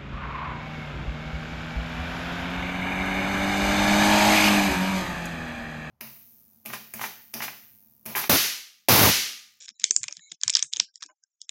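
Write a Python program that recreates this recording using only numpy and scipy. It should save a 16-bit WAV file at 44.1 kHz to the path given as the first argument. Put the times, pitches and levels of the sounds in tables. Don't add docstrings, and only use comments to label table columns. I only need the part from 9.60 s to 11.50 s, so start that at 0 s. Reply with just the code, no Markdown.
import sys
import numpy as np
from scipy import signal
from scipy.fft import rfft, irfft
from scipy.io import wavfile
from scipy.ndimage import uniform_filter1d, minimum_filter1d

SR = 44100
rng = np.random.default_rng(int(sys.argv[2]) if len(sys.argv) > 2 else 0)


def wrap_up_sound(samples):
    columns = np.atleast_2d(samples).T
    tamed = np.clip(columns, -1, 1)
    steps = np.round(tamed * 32767).astype(np.int16)
    wavfile.write(sys.argv[1], SR, steps)


N = 83790
TIME = np.arange(N) / SR

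# pitch_hz, width_hz,
# relative_level_db
FILM_REGISTERS = [
    [(965, 98, -5), (1175, 230, 2), (1714, 230, 9)],
    [(2362, 480, 0)],
    [(3550, 800, 0)],
    [(5386, 760, 0)],
    [(6732, 690, 20.5), (7600, 290, 10)],
]


def from_db(db):
    return 10 ** (np.asarray(db) / 20)


def unit(x):
    return x / np.sqrt(np.sum(x ** 2) + 1e-30)


def coloured(x, spectrum):
    hz, db = np.transpose(spectrum)
    bins_hz = np.fft.rfftfreq(len(x), 1 / SR) + 1
    gain = from_db(np.interp(np.log(bins_hz), np.log(hz), db))
    return unit(irfft(rfft(x) * gain, len(x)))


def resonate(x, hz, width_hz):
    radius = np.exp(-np.pi * width_hz / np.sqrt(2) / SR)
    offset_hz = width_hz / np.sqrt(8)
    numerator = np.array([1, 0, -1]) * (1 - radius ** 2) / np.sqrt(2)
    for centre_hz in (hz - offset_hz, hz + offset_hz):
        denominator = [1, -2 * radius * np.cos(2 * np.pi * centre_hz / SR), radius ** 2]
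        x = signal.lfilter(numerator, denominator, x + 1e-18)
    return x


def add(out, sound, start_s):
    i = max(int(start_s * SR), 0)
    out[i:i + len(sound)] += sound[:max(N - i, 0)]


def ring_film(force, modes):
    pitch_scatter = 0.067
    detune = 1 + pitch_scatter * rng.uniform(-1, 1)
    return sum(from_db(db) * resonate(force, hz * detune, width_hz) for hz, width_hz, db in modes)


def background_hiss():
    # frequency_hz, relative_level_db
    hiss_colour = [(60, -12.5), (200, -10), (700, -11), (1500, -5), (4000, -7.5), (7000, 3), (8500, -12),
                   (10000, -34)]
    rms_db = -70
    return from_db(rms_db) * np.sqrt(N) * coloured(rng.standard_normal(N), hiss_colour)


def crackle_grains(n):
    grains_per_s, spread_db = 1700, 3.7
    flicker_db, flicker_s = 1, 0.0013
    signs = rng.choice([-1, 1], n)
    sizes = signs * from_db(spread_db * np.minimum(rng.exponential(1, n), 4))
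    slow_noise = uniform_filter1d(rng.standard_normal(n), int(flicker_s * SR))
    flicker = np.sqrt(n) * unit(slow_noise)
    struck = rng.random(n) < grains_per_s / SR
    return sizes * struck * from_db(flicker_db * flicker)


def rubbing():
    # start_s, length_s,
    # low_level_db, middle_level_db, high_level_db, top_level_db
    strokes = [(0, 0.056, -62.5, -55, -51, -51), (0.078, 0.031, -66, -58, -58, -59),
               (0.196, 0.035, -61, -56.5, -53.5, -53.5), (0.263, 0.036, -76.5, -63, -51.5, -55),
               (0.307, 0.089, -89, -71.5, -53.5, -44.5), (0.41, .13, -64, -62.5, -68, -60.5),
               (0.55, .05, -69, -62.5, -66, -63), (0.696, 0.058, -71, -66.5, -60.5, -59),
               (0.825, 0.14, -58, -64, -62.5, -61), (0.962, 0.042, -46, -43, -40.5, -43),
               (0.999, 0.049, -56, -57, -56.5, -58), (1.122, 0.079, -61.5, -56.5, -59.5, -56),
               (1.209, 0.04, -63.5, -52.5, -52.5, -54.5), (1.342, 0.041, -82.5, -68.5, -65.5, -66.5),
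               (1.408, 0.058, -65.5, -67, -59.5, -61.5), (1.482, 0.036, -73, -84, -87, -69),
               (1.806, 0.048, -78, -68.5, -70, -65.5)]
    edge_s = 0.0044
    deep_db = -6.5
    grain_colour_db = 3.5
    out = np.zeros(N)
    for start_s, length_s, low_db, *upper_db in strokes:
        t = TIME[:int((length_s + 2 * edge_s) * SR)]
        envelope = np.clip(np.minimum(t, t[-1] - t) / edge_s, 0, 1) ** 2
        grains = crackle_grains(SR // 4)
        levels_db = [low_db + deep_db, low_db, *upper_db]
        for modes, level_db in zip(FILM_REGISTERS, levels_db):
            force = grains * from_db(grain_colour_db * rng.standard_normal(len(grains)))
            ring = ring_film(force, modes)[:len(t)]
            add(out, from_db(level_db) * np.sqrt(len(t)) * unit(ring * envelope), start_s - edge_s)
    return out


def bumps():
    # start_s, relative_peak_level_db, pitch_hz
    knocks = [(.005, -64, 530), (.1, -62.5, 215), (0.211, -62, 214.3), (0.236, -55.5, 410),
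              (0.296, -58.5, 190), (.298, -51, 380), (.298, -59.5, 610), (0.365, -56.5, 290),
              (.4, -50.5, 115), (0.45, -54.5, 120), (0.484, -54, 580), (0.498, -61, 320), (.555, -68, 690),
              (0.573, -56.5, 170), (0.713, -54, 165), (0.711, -55.5, 335), (.716, -64, 720),
              (.84, -55, 240), (0.853, -46.5, 110), (.9, -59.5, 640), (0.95, -60.5, 330), (.95, -64.5, 110),
              (0.974, -63, 620), (1.02, -59.5, 330), (1.036, -56.5, 140), (1.126, -59.5, 130),
              (1.145, -60.5, 880), (1.16, -56, 310), (1.165, -60, 500), (1.186, -51.5, 110),
              (1.206, -53.5, 200), (1.211, -60, 330), (1.279, -61.5, 1580), (1.35, -64.5, 1900),
              (1.415, -65, 150), (1.446, -57, 295), (1.43, -63.5, 738), (1.485, -51, 1023),
              (1.485, -53, 1534), (1.485, -60.5, 2900), (1.492, -57.5, 620), (1.503, -68, 320.6),
              (1.514, -67.5, 820), (1.625, -62, 1560)]
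    attack_s, decay_s, trim_db = 0.016, 0.0085, -3
    noise_share = 0.45
    out, t = np.zeros(N), TIME[:SR // 8]
    envelope = (1 - np.exp(-t / attack_s)) ** 2 * np.exp(-t / decay_s)
    for start_s, level_db, hz in knocks:
        tone = unit(np.sin(2 * np.pi * hz * t))
        noise = unit(resonate(rng.standard_normal(len(t)), hz, hz))
        knock = envelope * (tone + noise_share * noise)
        add(out, from_db(level_db + trim_db) * knock / np.abs(knock).max(), start_s)
    return out


def buckle(slips=4):
    slip_span_s, slip_db = .001, -0.5
    rebound_s, rebound_db = 0.00076, -4.5
    shiver_s, shiver_db = 0.0036, -32
    t = TIME[:SR // 80]
    force = from_db(shiver_db) * rng.standard_normal(len(t)) * np.exp(-t / shiver_s)
    force[0] += 1
    rebound = int(rebound_s * rng.uniform(.7, 1.3) * SR)
    force[rebound] += from_db(rebound_db) * rng.choice([-1, 1])
    slip_at = (rng.random(slips) * slip_span_s * SR).astype(int)
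    force[slip_at] += from_db(slip_db) * rng.standard_normal(slips)
    return force


def snaps():
    # peak_s,
    # deep_level_db, low_level_db, middle_level_db, high_level_db, top_level_db
    snap_events = [(0.0823, -48, -46.5, -39.5, -42, -43.5), (0.09, -55.5, -46, -40, -33, -39),
                   (0.1979, -80.5, -52, -46, -40, -37), (0.2352, -47, -45, -45.5, -46, -37.5),
                   (0.241, -36.5, -19.5, -11.5, -9.5, -6.5), (0.3091, -38.5, -32, -28.5, -18, -7.5),
                   (0.3633, -41, -36.5, -35, -15.5, -7.5), (0.4321, -44.5, -40.5, -36, -30, -22.5),
                   (0.4398, -45, -33, -35.5, -37, -27), (0.4817, -54, -33, -34.5, -31, -31),
                   (0.4846, -44.5, -32, -57, -30.5, -42), (0.5099, -56, -59, -62, -41, -44),
                   (0.5256, -55.5, -46, -47, -27.5, -28.5), (0.5691, -65, -58, -40, -37.5, -39),
                   (0.5935, -50, -57, -51.5, -81, -67), (0.7171, -59, -46.5, -39.5, -37.5, -47.5),
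                   (0.7195, -51.5, -46, -33, -41, -32), (0.814, -61.5, -70, -44.5, -34.5, -39),
                   (0.8346, -33, -37, -21, -20, -15), (0.879, -35, -32.5, -25.5, -15, -17),
                   (0.8968, -42, -26, -21, -21.5, -22.5), (0.9013, -56, -46.5, -31, -20, -16),
                   (0.9281, -68, -56.5, -51.5, -28.5, -48), (0.9372, -56.5, -41.5, -49, -24.5, -27.5),
                   (0.9408, -54, -53.5, -27, -29, -30), (0.952, -41, -30, -18, -7, -26),
                   (0.9562, -32, -41.5, -22.5, -26, -32), (0.9644, -59, -49, -43, -29.5, -26),
                   (0.969, -34, -36.5, -20, -18, -20), (0.9928, -41.5, -38.5, -27, -27.5, -26.5),
                   (1.0257, -39, -34, -27, -31.5, -12.5), (1.0285, -43, -43.5, -37, -22, -27),
                   (1.1296, -66.5, -46.5, -40.5, -37.5, -33.5), (1.1354, -55, -57, -20.5, -23, -23.5),
                   (1.162, -58.5, -40.5, -28, -33, -35), (1.169, -48, -45.5, -32.5, -32.5, -22.5),
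                   (1.1972, -49, -33.5, -31, -33, -34.5), (1.1997, -32, -23, -13, -11, -21.5),
                   (1.3572, -70, -78, -57.5, -38, -41), (1.4238, -39.5, -45.5, -37.5, -38.5, -46),
                   (1.4284, -45.5, -57, -34.5, -31.5, -31), (1.436, -48.5, -69, -41, -32.5, -44),
                   (1.4621, -78, -88, -69, -46, -42), (1.6376, -85, -84, -93, -51.5, -48.5),
                   (1.816, -86.5, -72.5, -43, -35.5, -34.5), (1.8928, -74, -40, -32, -37.5, -29)]
    lead_s, trim_db = .0004, -0.5
    out = np.zeros(N)
    scale = np.sqrt(.002 * SR)
    for peak_s, *levels_db in snap_events:
        force = buckle()
        for modes, level_db in zip(FILM_REGISTERS, levels_db):
            ring = unit(ring_film(force, modes))
            add(out, from_db(level_db + trim_db) * scale * ring, peak_s - lead_s)
    return out


def sliding():
    # start_s, length_s, relative_level_db
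    slides = [(.14, .05, -69), (.59, .115, -57)]
    # pitch_hz, width_hz, relative_level_db
    taut_modes = [(2200, 70, -11), (3900, 260, -3), (6900, 520, 0)]
    out = np.zeros(N)
    for start_s, length_s, level_db in slides:
        n = int(length_s * SR)
        ring = np.zeros(n)
        for hz, width_hz, mode_db in taut_modes:
            ring += from_db(mode_db) * unit(resonate(rng.standard_normal(n), hz, width_hz))
        faded = unit(ring * signal.windows.tukey(n, .5))
        add(out, from_db(level_db) * np.sqrt(n) * faded, start_s)
    return out


def room(x):
    # frequency_hz, relative_level_db
    tail_colour = [(200, 1.5), (1000, -4), (2200, 1), (3500, -2.5), (5200, 0.5), (6800, -1), (8200, 0.5),
                   (10000, 5.5)]
    t60_s, tail_delay_s, tail_db = 0.18, 0.0078, -16.5
    early_decay_s, early_db = 0.0034, -17
    echo_s, echo_smear_s, echo_db = 0.01, .0015, -24
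    t = TIME[:SR // 2]
    tail = coloured(rng.standard_normal(len(t)), tail_colour)
    tail = tail * from_db(-60 * t / t60_s) * (t > tail_delay_s)
    early = rng.standard_normal(len(t)) * np.exp(-t / early_decay_s)
    echo = rng.standard_normal(len(t)) * np.exp(-np.abs(t - echo_s) / echo_smear_s) * (t > echo_s)
    response = from_db(tail_db) * unit(tail) + from_db(early_db) * unit(early)
    response = response + from_db(echo_db) * unit(echo)
    return signal.fftconvolve(x, response)[:N]


def scene():
    handling = rubbing() + bumps() + sliding()
    direct = snaps() + handling
    snaps_to_walls = (snaps() + snaps() + snaps() + snaps()) / 2
    reflected = room(snaps_to_walls + handling)
    return (direct + reflected + background_hiss())[None]


def suppressor(x, size=1024, smooth_bins=5):
    # frequency_hz, threshold_db
    thresholds = [(60, -79), (250, -87), (700, -88.5), (1300, -85), (2200, -82.5), (4000, -84), (5500, -84),
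                  (7000, -81.5), (9000, -88)]
    range_db, shut_db = 8.5, -32
    overlap = size - size // 4
    hz, _, bands = signal.stft(x, SR, nperseg=size, noverlap=overlap)
    power = np.abs(uniform_filter1d(np.abs(bands) ** 2, smooth_bins, axis=0))
    level_db = 10 * np.log10(power + 1e-16)
    open_hz, open_db = np.transpose(thresholds)
    threshold_db = np.interp(np.log(hz + 1), np.log(open_hz), open_db)[:, None]
    shut = np.clip((threshold_db - level_db) / range_db, 0, 1)
    return signal.istft(bands * from_db(shut_db * shut), SR, nperseg=size, noverlap=overlap)[1][:N]


def limiter(x):
    ceiling, window_s = .93, .0012
    size = int(window_s * SR)
    needed_gain = ceiling / np.maximum(np.abs(x), ceiling)
    return x * uniform_filter1d(minimum_filter1d(needed_gain, size), size)


def record(dry):
    stop_hz = 9427
    x = limiter(suppressor(dry[0]))
    low_pass = signal.cheby2(12, 40, stop_hz, fs=SR, output="sos")
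    return signal.sosfilt(low_pass, x)[None]


dry = scene()
out = record(dry)
wrap_up_sound(out)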